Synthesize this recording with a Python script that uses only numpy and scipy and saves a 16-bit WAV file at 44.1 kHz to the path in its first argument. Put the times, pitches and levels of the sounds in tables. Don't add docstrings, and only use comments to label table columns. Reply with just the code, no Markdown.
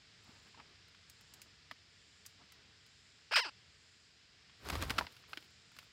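import sys
import numpy as np
from scipy import signal
from scipy.fft import rfft, irfft, next_fast_len
from scipy.io import wavfile
from scipy.ndimage import uniform_filter1d, map_coordinates

SR = 44100
rng = np.random.default_rng(int(sys.argv[2]) if len(sys.argv) > 2 else 0)


def dump_mix(stems):
    frames = np.atleast_2d(stems).T
    limited = np.clip(frames, -1, 1)
    pcm = np.round(limited * 32767).astype(np.int16)
    wavfile.write(sys.argv[1], SR, pcm)


def gain_from_db(level_db):
    decades = np.asarray(level_db, float) / 20
    return 10 ** decades


N = 261072

# (frequency [Hz], density [dB per Hz])
FINE_RUSTLE = [(4000, -48), (7000, -2), (10000, -4), (15500, -5), (17000, -18)]


def unit(x):
    return x / np.sqrt(np.mean(x ** 2) + 1e-20)


def curves(rows, before=-120):
    s, *cols = np.transpose(rows)
    return [np.interp(np.arange(N) / SR, s, c, before, before) for c in cols]


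def wobble(rate):
    knots = rng.standard_normal(int(N * rate / SR) + 4)
    return map_coordinates(knots, [np.arange(N) * rate / SR])


def noise():
    return rng.standard_normal(N)


def grainy(rate, depth_db):
    return noise() * gain_from_db(depth_db * wobble(rate))


def filtered(x, response):
    m = next_fast_len(len(x) + 8192)
    return irfft(rfft(x, m) * response(np.fft.rfftfreq(m, 1 / SR)), m)[:len(x)]


def coloured(x, spectrum):
    f, db = np.transpose(spectrum)
    return unit(filtered(x, lambda hz: gain_from_db(np.interp(np.log(hz + 1), np.log(f), db, -120, -120))))


def resonant(x, modes):
    def response(f):
        total = 0
        for k, (centre, width, db) in enumerate(modes):
            damping = 1j * f * width
            total = total + (-1) ** k * gain_from_db(db) * damping / (centre * centre - f * f + damping)
        return total
    return filtered(x, response)


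def swells(rows):
    rise_s, fade_s = 0.033, 0.063
    t = np.arange(N) / SR
    total = 0
    for s, length, db in rows:
        rise = np.clip((t - s) / rise_s, 0, 1)
        fade = np.exp(-np.maximum(t - s - length, 0) / fade_s * 2)
        total = total + gain_from_db(db) * rise * fade
    return total


def answer(x, t60):
    t = np.arange(SR // 5) / SR
    tail = rng.standard_normal(len(t)) * gain_from_db(-60 * t / t60)
    return signal.fftconvolve(x, tail / np.linalg.norm(tail))[:N]


def forest():
    # (time [s], level [dB])
    breeze = [(0, -0.5), (.5, 1.5), (.95, -0.24), (1.5, 0.5), (1.9, -0.47), (3.2, -0.6), (3.55, 0.2),
              (4.1, -1.5), (4.55, 0.1), (5.5, 0.44), (5.92, -0.2)]
    # (frequency [Hz], density [dB per Hz])
    rumble_spectrum = [(18, -57), (30, -70), (47, -7), (70, -1.5), (92, 1), (200, -12), (260, -47),
                       (440, -120)]
    # (frequency [Hz], density [dB per Hz])
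    leaf_spectrum = [(88, -10.5), (150, -2.5), (382, -9.5), (446, -5), (509, -13.5), (678, -11),
                     (853, -14.5), (1700, -5), (2010, -5), (5130, -5.5), (6100, -14.5), (7520, -19.5),
                     (9460, -30), (14400, -78)]
    gust_db, = curves(breeze, before=0)
    rumble = gain_from_db(-73 + 2.2 * gust_db) * coloured(noise(), rumble_spectrum)
    hiss = gain_from_db(-65 + gust_db + 0.4 * wobble(2.4)) * coloured(noise(), leaf_spectrum)

    period_s, first_top_s = 0.88, 0.38
    chorus_db = -79 + 4 * np.cos(2 * np.pi * (np.arange(N) / SR - first_top_s) / period_s)
    chorus_band = [(7250, 1200, 0)]
    insects = unit(resonant(resonant(noise(), chorus_band), chorus_band))
    trill = unit(resonant(resonant(noise(), [(5000, 680, 0)]), [(4940, 690, 0)]))
    return rumble + hiss + gain_from_db(chorus_db) * insects + gain_from_db(-76) * trill


def shuffle():
    # (start [s], length [s], dull stir [dB], fine rustle [dB])
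    stirs = [
        (0.214, 0.12, -68, -82.5),
        (.38, 0.11, -71.5, -84),
        (0.535, 0.18, -67.5, -100),
        (1.18, 0.3, -73, -103),
        (2.36, 0.33, -75, -110),
    ]
    # (frequency [Hz], density [dB per Hz])
    debris = [(100, -16.5), (220, -2), (500, -10), (1200, -6.5), (3000, -21), (6000, -52)]
    dull_gain = swells([(s, length, db) for s, length, db, _ in stirs])
    fine_gain = swells([(s, length, db) for s, length, _, db in stirs])
    dull = dull_gain * coloured(grainy(30.1, 4.8), debris)
    return dull + fine_gain * coloured(grainy(66, 5.2), FINE_RUSTLE)


def wings():
    # (time [s], level [dB])
    flight = [(4.57, -103), (4.62, -66.5), (4.69, -48.5), (4.756, -42), (4.8, -43), (4.86, -46),
              (5.03, -52), (5.06, -61), (5.12, -88)]
    # (time [s], swell [dB], length [s])
    strokes = [
        (4.667, 7, 0.021),
        (4.703, 10.5, .008),
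        (4.735, 7, 0.0094),
        (4.76, 5.5, 0.009),
        (4.78, -1.5, .008),
        (4.827, 10.5, 0.015),
        (4.909, 17.5, 0.0087),
        (4.938, 0, 0.0062),
        (4.992, 12.5, 0.0099),
    ]
    # (start [s], length [s], rustle [dB])
    fold_moves = [
        (5.09, 0.082, -78),
        (5.17, .04, -84),
        (5.27, .065, -70.5),
        (5.365, 0.081, -79),
        (5.73, 0.11, -78),
    ]
    # (frequency [Hz], density [dB per Hz])
    push_spectrum = [(25, -37), (50, -3), (75, -1.5), (150, -11), (300, -31), (500, -50)]
    # (frequency [Hz], density [dB per Hz])
    swish_spectrum = [(150, -5.5), (250, -2.5), (369, -3), (868, -6.5), (1100, -5), (2440, -11.5),
                      (5020, -14.5), (9000, -37), (11700, -42), (19800, -120)]
    effort_db, = curves(flight)
    t = np.arange(N) / SR
    beat_db = sum(db * np.exp(-((t - s) / length) ** 2) for s, db, length in strokes)
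    feather_db = np.where(effort_db > -119, -48 + 0.57 * (effort_db + 48), -160)
    folds = swells(fold_moves)

    push = gain_from_db(effort_db) * coloured(noise(), push_spectrum)
    swish_gain = gain_from_db(feather_db - 4.5 + beat_db) + gain_from_db(6) * folds
    swish = swish_gain * coloured(gain_from_db(1.6 * wobble(60)) * grainy(900, 2.4), swish_spectrum)
    rustle_gain = gain_from_db(feather_db - 18.5 + 0.97 * beat_db) + folds
    rustle = rustle_gain * coloured(grainy(600, 4.0), FINE_RUSTLE)
    return push + swish + rustle


def thuds():
    # (time [s], peak [dB], pitch [Hz])
    landings = [
        (0.292, -52, 230),
        (1.718, -52.5, 266),
        (2.44, -59, 199),
        (4.754, -36, 444),
        (5.374, -43.5, 317),
        (5.779, -55.5, 153),
    ]
    out = np.zeros(N + SR)
    t = np.arange(SR // 10) / SR
    for s, db, hz in landings:
        envelope = gain_from_db(db - 0.5 - 60 * t / 0.038) * (1 - np.exp(-t / 0.00082))
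        out[round(s * SR):][:len(t)] += envelope * np.sin(2 * np.pi * hz * t)
    return out[:N]


def contacts(rows, t60):
    # (frequency [Hz], width [Hz], level [dB])
    shell = [(1500, 140, 2), (2000, 340, 1.6), (2880, 860, 2.5), (4270, 460, 0), (5000, 480, 0)]
    # (frequency [Hz], width [Hz], level [dB])
    tip = [(4570, 5400, -0.5), (6750, 4200, 3.5), (10500, 2700, -4), (14300, 2300, -6)]
    knock, ring, scratch = np.zeros((3, N + SR))
    t = np.arange(SR // 8) / SR
    for s, db, knock_db, hz, scratch_db in rows:
        burst = rng.standard_normal((3, len(t))) * gain_from_db(-60 * t / t60)
        burst *= 1 - np.exp(-t / 0.0003)
        burst[:, 0] = [7, 8, 6.5]
        life = 0.042 * min(1, 950 / hz) ** 3.7
        hollow = np.sin(2 * np.pi * hz * t) * gain_from_db(-60 * t / life)
        hollow += 1.1 * np.sin(2 * np.pi * 1.474 * hz * t) * gain_from_db(-60 * t / 0.006)
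        blow = signal.fftconvolve(burst[0] * gain_from_db(-60 * t / 0.089), hollow)[:len(t)]
        here = slice(round(s * SR), round(s * SR) + len(t))
        knock[here] += gain_from_db(db + knock_db + 6.5) * blow / np.abs(blow).max()
        ring[here] += gain_from_db(db - 1.5) * burst[1]
        scratch[here] += gain_from_db(db + scratch_db) * burst[2]
    wood_band = signal.butter(3, [550, 5600], "band", fs=SR, output="sos")
    bark_band = signal.butter(2, 3500, "high", fs=SR, output="sos")
    soft = signal.sosfilt(wood_band, knock + resonant(ring, shell))
    edge = signal.sosfilt(bark_band, resonant(scratch, tip))
    return (soft + edge)[:N] + gain_from_db(-15) * answer(edge, 0.2)


def beaks_and_claws():
    # (time [s], peak [dB], hollow knock [dB], its pitch [Hz], bright scratch [dB])
    pecks = [(0.545, -57.5, -0.5, 1070, -31), (0.5744, -54, -6, 920, -27), (0.599, -57, 3, 1000, -16),
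             (0.6, -51, 2.5, 1520, -30), (0.8822, -61, -8, 1350, -2), (0.9482, -52, -4.5, 1450, -21),
             (1.0981, -52, -24, 1350, 5.5), (1.21, -50.5, -15, 1400, -4.5), (1.338, -47, -22, 1400, 3),
             (1.4175, -46.5, -39, 1130, 4), (1.712, -35, -4.5, 1277, -18.5),
             (2.2538, -46.5, -25, 1110, -13), (2.263, -51.5, -14.5, 1180, 11.5),
             (2.5215, -48, -15, 1360, -2.5), (2.8635, -55, -22, 1200, -3.5), (4.4962, -52, -12, 1100, -38)]
    snaps = [
        (4.6879, -34.5, -0.5, 1700, 1.5),
        (4.7, -39, 6, 1730, 5),
        (4.703, -26, -4.5, 1420, -7),
        (4.7208, -39, -8, 1550, -14),
        (4.7545, -34, 0.5, 1220, -2.5),
        (4.8193, -48, -12, 1490, -19),
        (4.8245, -30.5, -2.5, 1580, 1),
        (4.8973, -25.5, -32, 1700, -10),
        (4.9037, -23, -10, 1580, -17),
        (4.9065, -23, -17, 1390, -7),
    ]
    claws = [(4.9825, -21.5, -11, 1720, -15), (4.986, -17.5, -6.5, 1366, -17), (5.01, -36.5, 5.5, 960, -16),
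             (5.0673, -35, -17, 960, -35), (5.1234, -50, -26, 1390, -4),
             (5.1665, -45.5, -20.5, 1650, -11.5), (5.239, -51, -5, 1480, -30),
             (5.332, -33, -5.5, 1520, -26), (5.3731, -30, -12, 1600, -19.5), (5.4255, -47, -26, 1360, -12),
             (5.5064, -68, -33, 1570, 1), (5.718, -61.5, 0, 1430, 0), (5.7657, -43.5, -13, 1620, -11),
             (5.7877, -36.5, -13, 1390, -10.5), (5.8283, -52.5, -4, 1660, -8)]
    return contacts(pecks, t60=0.038) + contacts(snaps, t60=0.0089) + contacts(claws, t60=0.033)


def voice(rows, tilt_db):
    # (frequency [Hz], width [Hz], level [dB])
    throat = [(476, 460, -7), (960, 450, -1.5), (1580, 570, 1.5), (2790, 1120, 0.7), (4060, 1170, 0.5),
              (5170, 850, 1.5), (8570, 1460, -7), (14700, 2000, -12)]
    # (frequency [Hz], width [Hz], level [dB])
    shut_throat = [(360, 420, -8), (900, 290, 0), (1400, 380, 0.5), (2710, 550, -0.5), (4820, 760, 0.5),
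                   (8270, 690, -8)]
    span = slice(round(rows[0][0] * SR), round(rows[-1][0] * SR))
    hz, db, rough = (c[span] for c in curves(rows))
    rough = np.clip(rough, 0, 1)
    phase = 2 * np.pi * np.cumsum(hz * (1 + 0.0883 * rough * wobble(700)[span])) / SR

    k = np.arange(1, 60)[:, None]
    edge = np.where(k * hz > 6300, np.clip(4 * rough, 0, 1), 1)
    edge = edge * (k * hz < 0.45 * SR)
    partials = np.cos(k * phase - (k * hz / 1900) ** 2)
    pulses = (gain_from_db(tilt_db * np.log2(k)) * edge * partials).sum(0)
    puffs = rng.standard_normal(len(hz)) * (1 + np.cos(phase)) ** 2
    source = pulses * gain_from_db(3.2 * rough * wobble(400)[span]) + rough * puffs

    shut = np.clip((450 - hz) / 50, 0, 1)
    open_sound = resonant(resonant(source, throat), throat)
    shut_sound = resonant(resonant(source, shut_throat), shut_throat)
    sound = (1 - shut) * open_sound + shut * shut_sound
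    loudness = np.sqrt(np.abs(uniform_filter1d(sound ** 2, size=200)) + 1e-3)
    out = np.zeros(N)
    out[span] = gain_from_db(db) * sound / loudness
    return out


def squawk():
    # (time [s], pitch [Hz], level [dB], roughness [0-1])
    rise = [
        (3.3105, 377, -47, 0.1),
        (3.313, 398, -42.5, 0.02),
        (3.325, 630, -34.5, 0.3),
        (3.333, 875, -35.5, 0.05),
        (3.340, 1484, -29.5, 0.3),
        (3.346, 1840, -40, 0.3),
        (3.350, 1700, -50, 0.2),
    ]
    whistle = [
        (3.342, 2350, -56, .1),
        (3.345, 2490, -32, 0.1),
        (3.353, 2510, -33, 0.12),
        (3.3552, 2200, -36, 0.15),
        (3.3575, 1900, -55, .15),
    ]
    fall = [
        (3.3555, 1500, -49, 0.23),
        (3.3575, 1406, -27, 0.38),
        (3.365, 1045, -24, 0.433),
        (3.374, 617.3, -27, 0.25),
        (3.388, 496.5, -30, 0.29),
        (3.399, 452.5, -31.5, 0.3),
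    ]
    creak = [
        (3.405, 1039, -37, .05),
        (3.413, 1048, -41, 0.24),
        (3.428, 979, -41, 0.108),
        (3.443, 824, -44.5, 0.081),
        (3.452, 463, -41.5, .12),
        (3.462, 346.3, -41.5, 0.21),
        (3.480, 284.4, -49, 0.41),
        (3.494, 263, -47, 0.2),
        (3.503, 255, -74, .15),
    ]
    direct = voice(rise, tilt_db=-6.5) + voice(whistle, tilt_db=-1) + voice(fall + creak, tilt_db=-3.0)
    return direct + gain_from_db(-10.5) * answer(direct, 0.035)


def scene():
    background = forest() + shuffle()
    return (background + wings() + thuds() + beaks_and_claws() + squawk())[None]


def band_limit(x):
    return signal.sosfilt(signal.butter(12, 16660, fs=SR, output="sos"), x)


def record(dry):
    # (frequency [Hz], density [dB per Hz])
    self_noise = [(2000, 0), (10000, 0), (14300, -2), (14700, -40)]
    heard = dry[0] + gain_from_db(-96.5) * coloured(noise(), self_noise)

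    def band(hz):
        bass_loss = 1 + (42 / (hz + 1)) ** 6
        top_loss = 1 + (hz / 15900) ** 160
        return 1 / np.sqrt(bass_loss * top_loss)
    return band_limit(filtered(heard, band)[None])


dry = scene()
out = record(dry)
dump_mix(out)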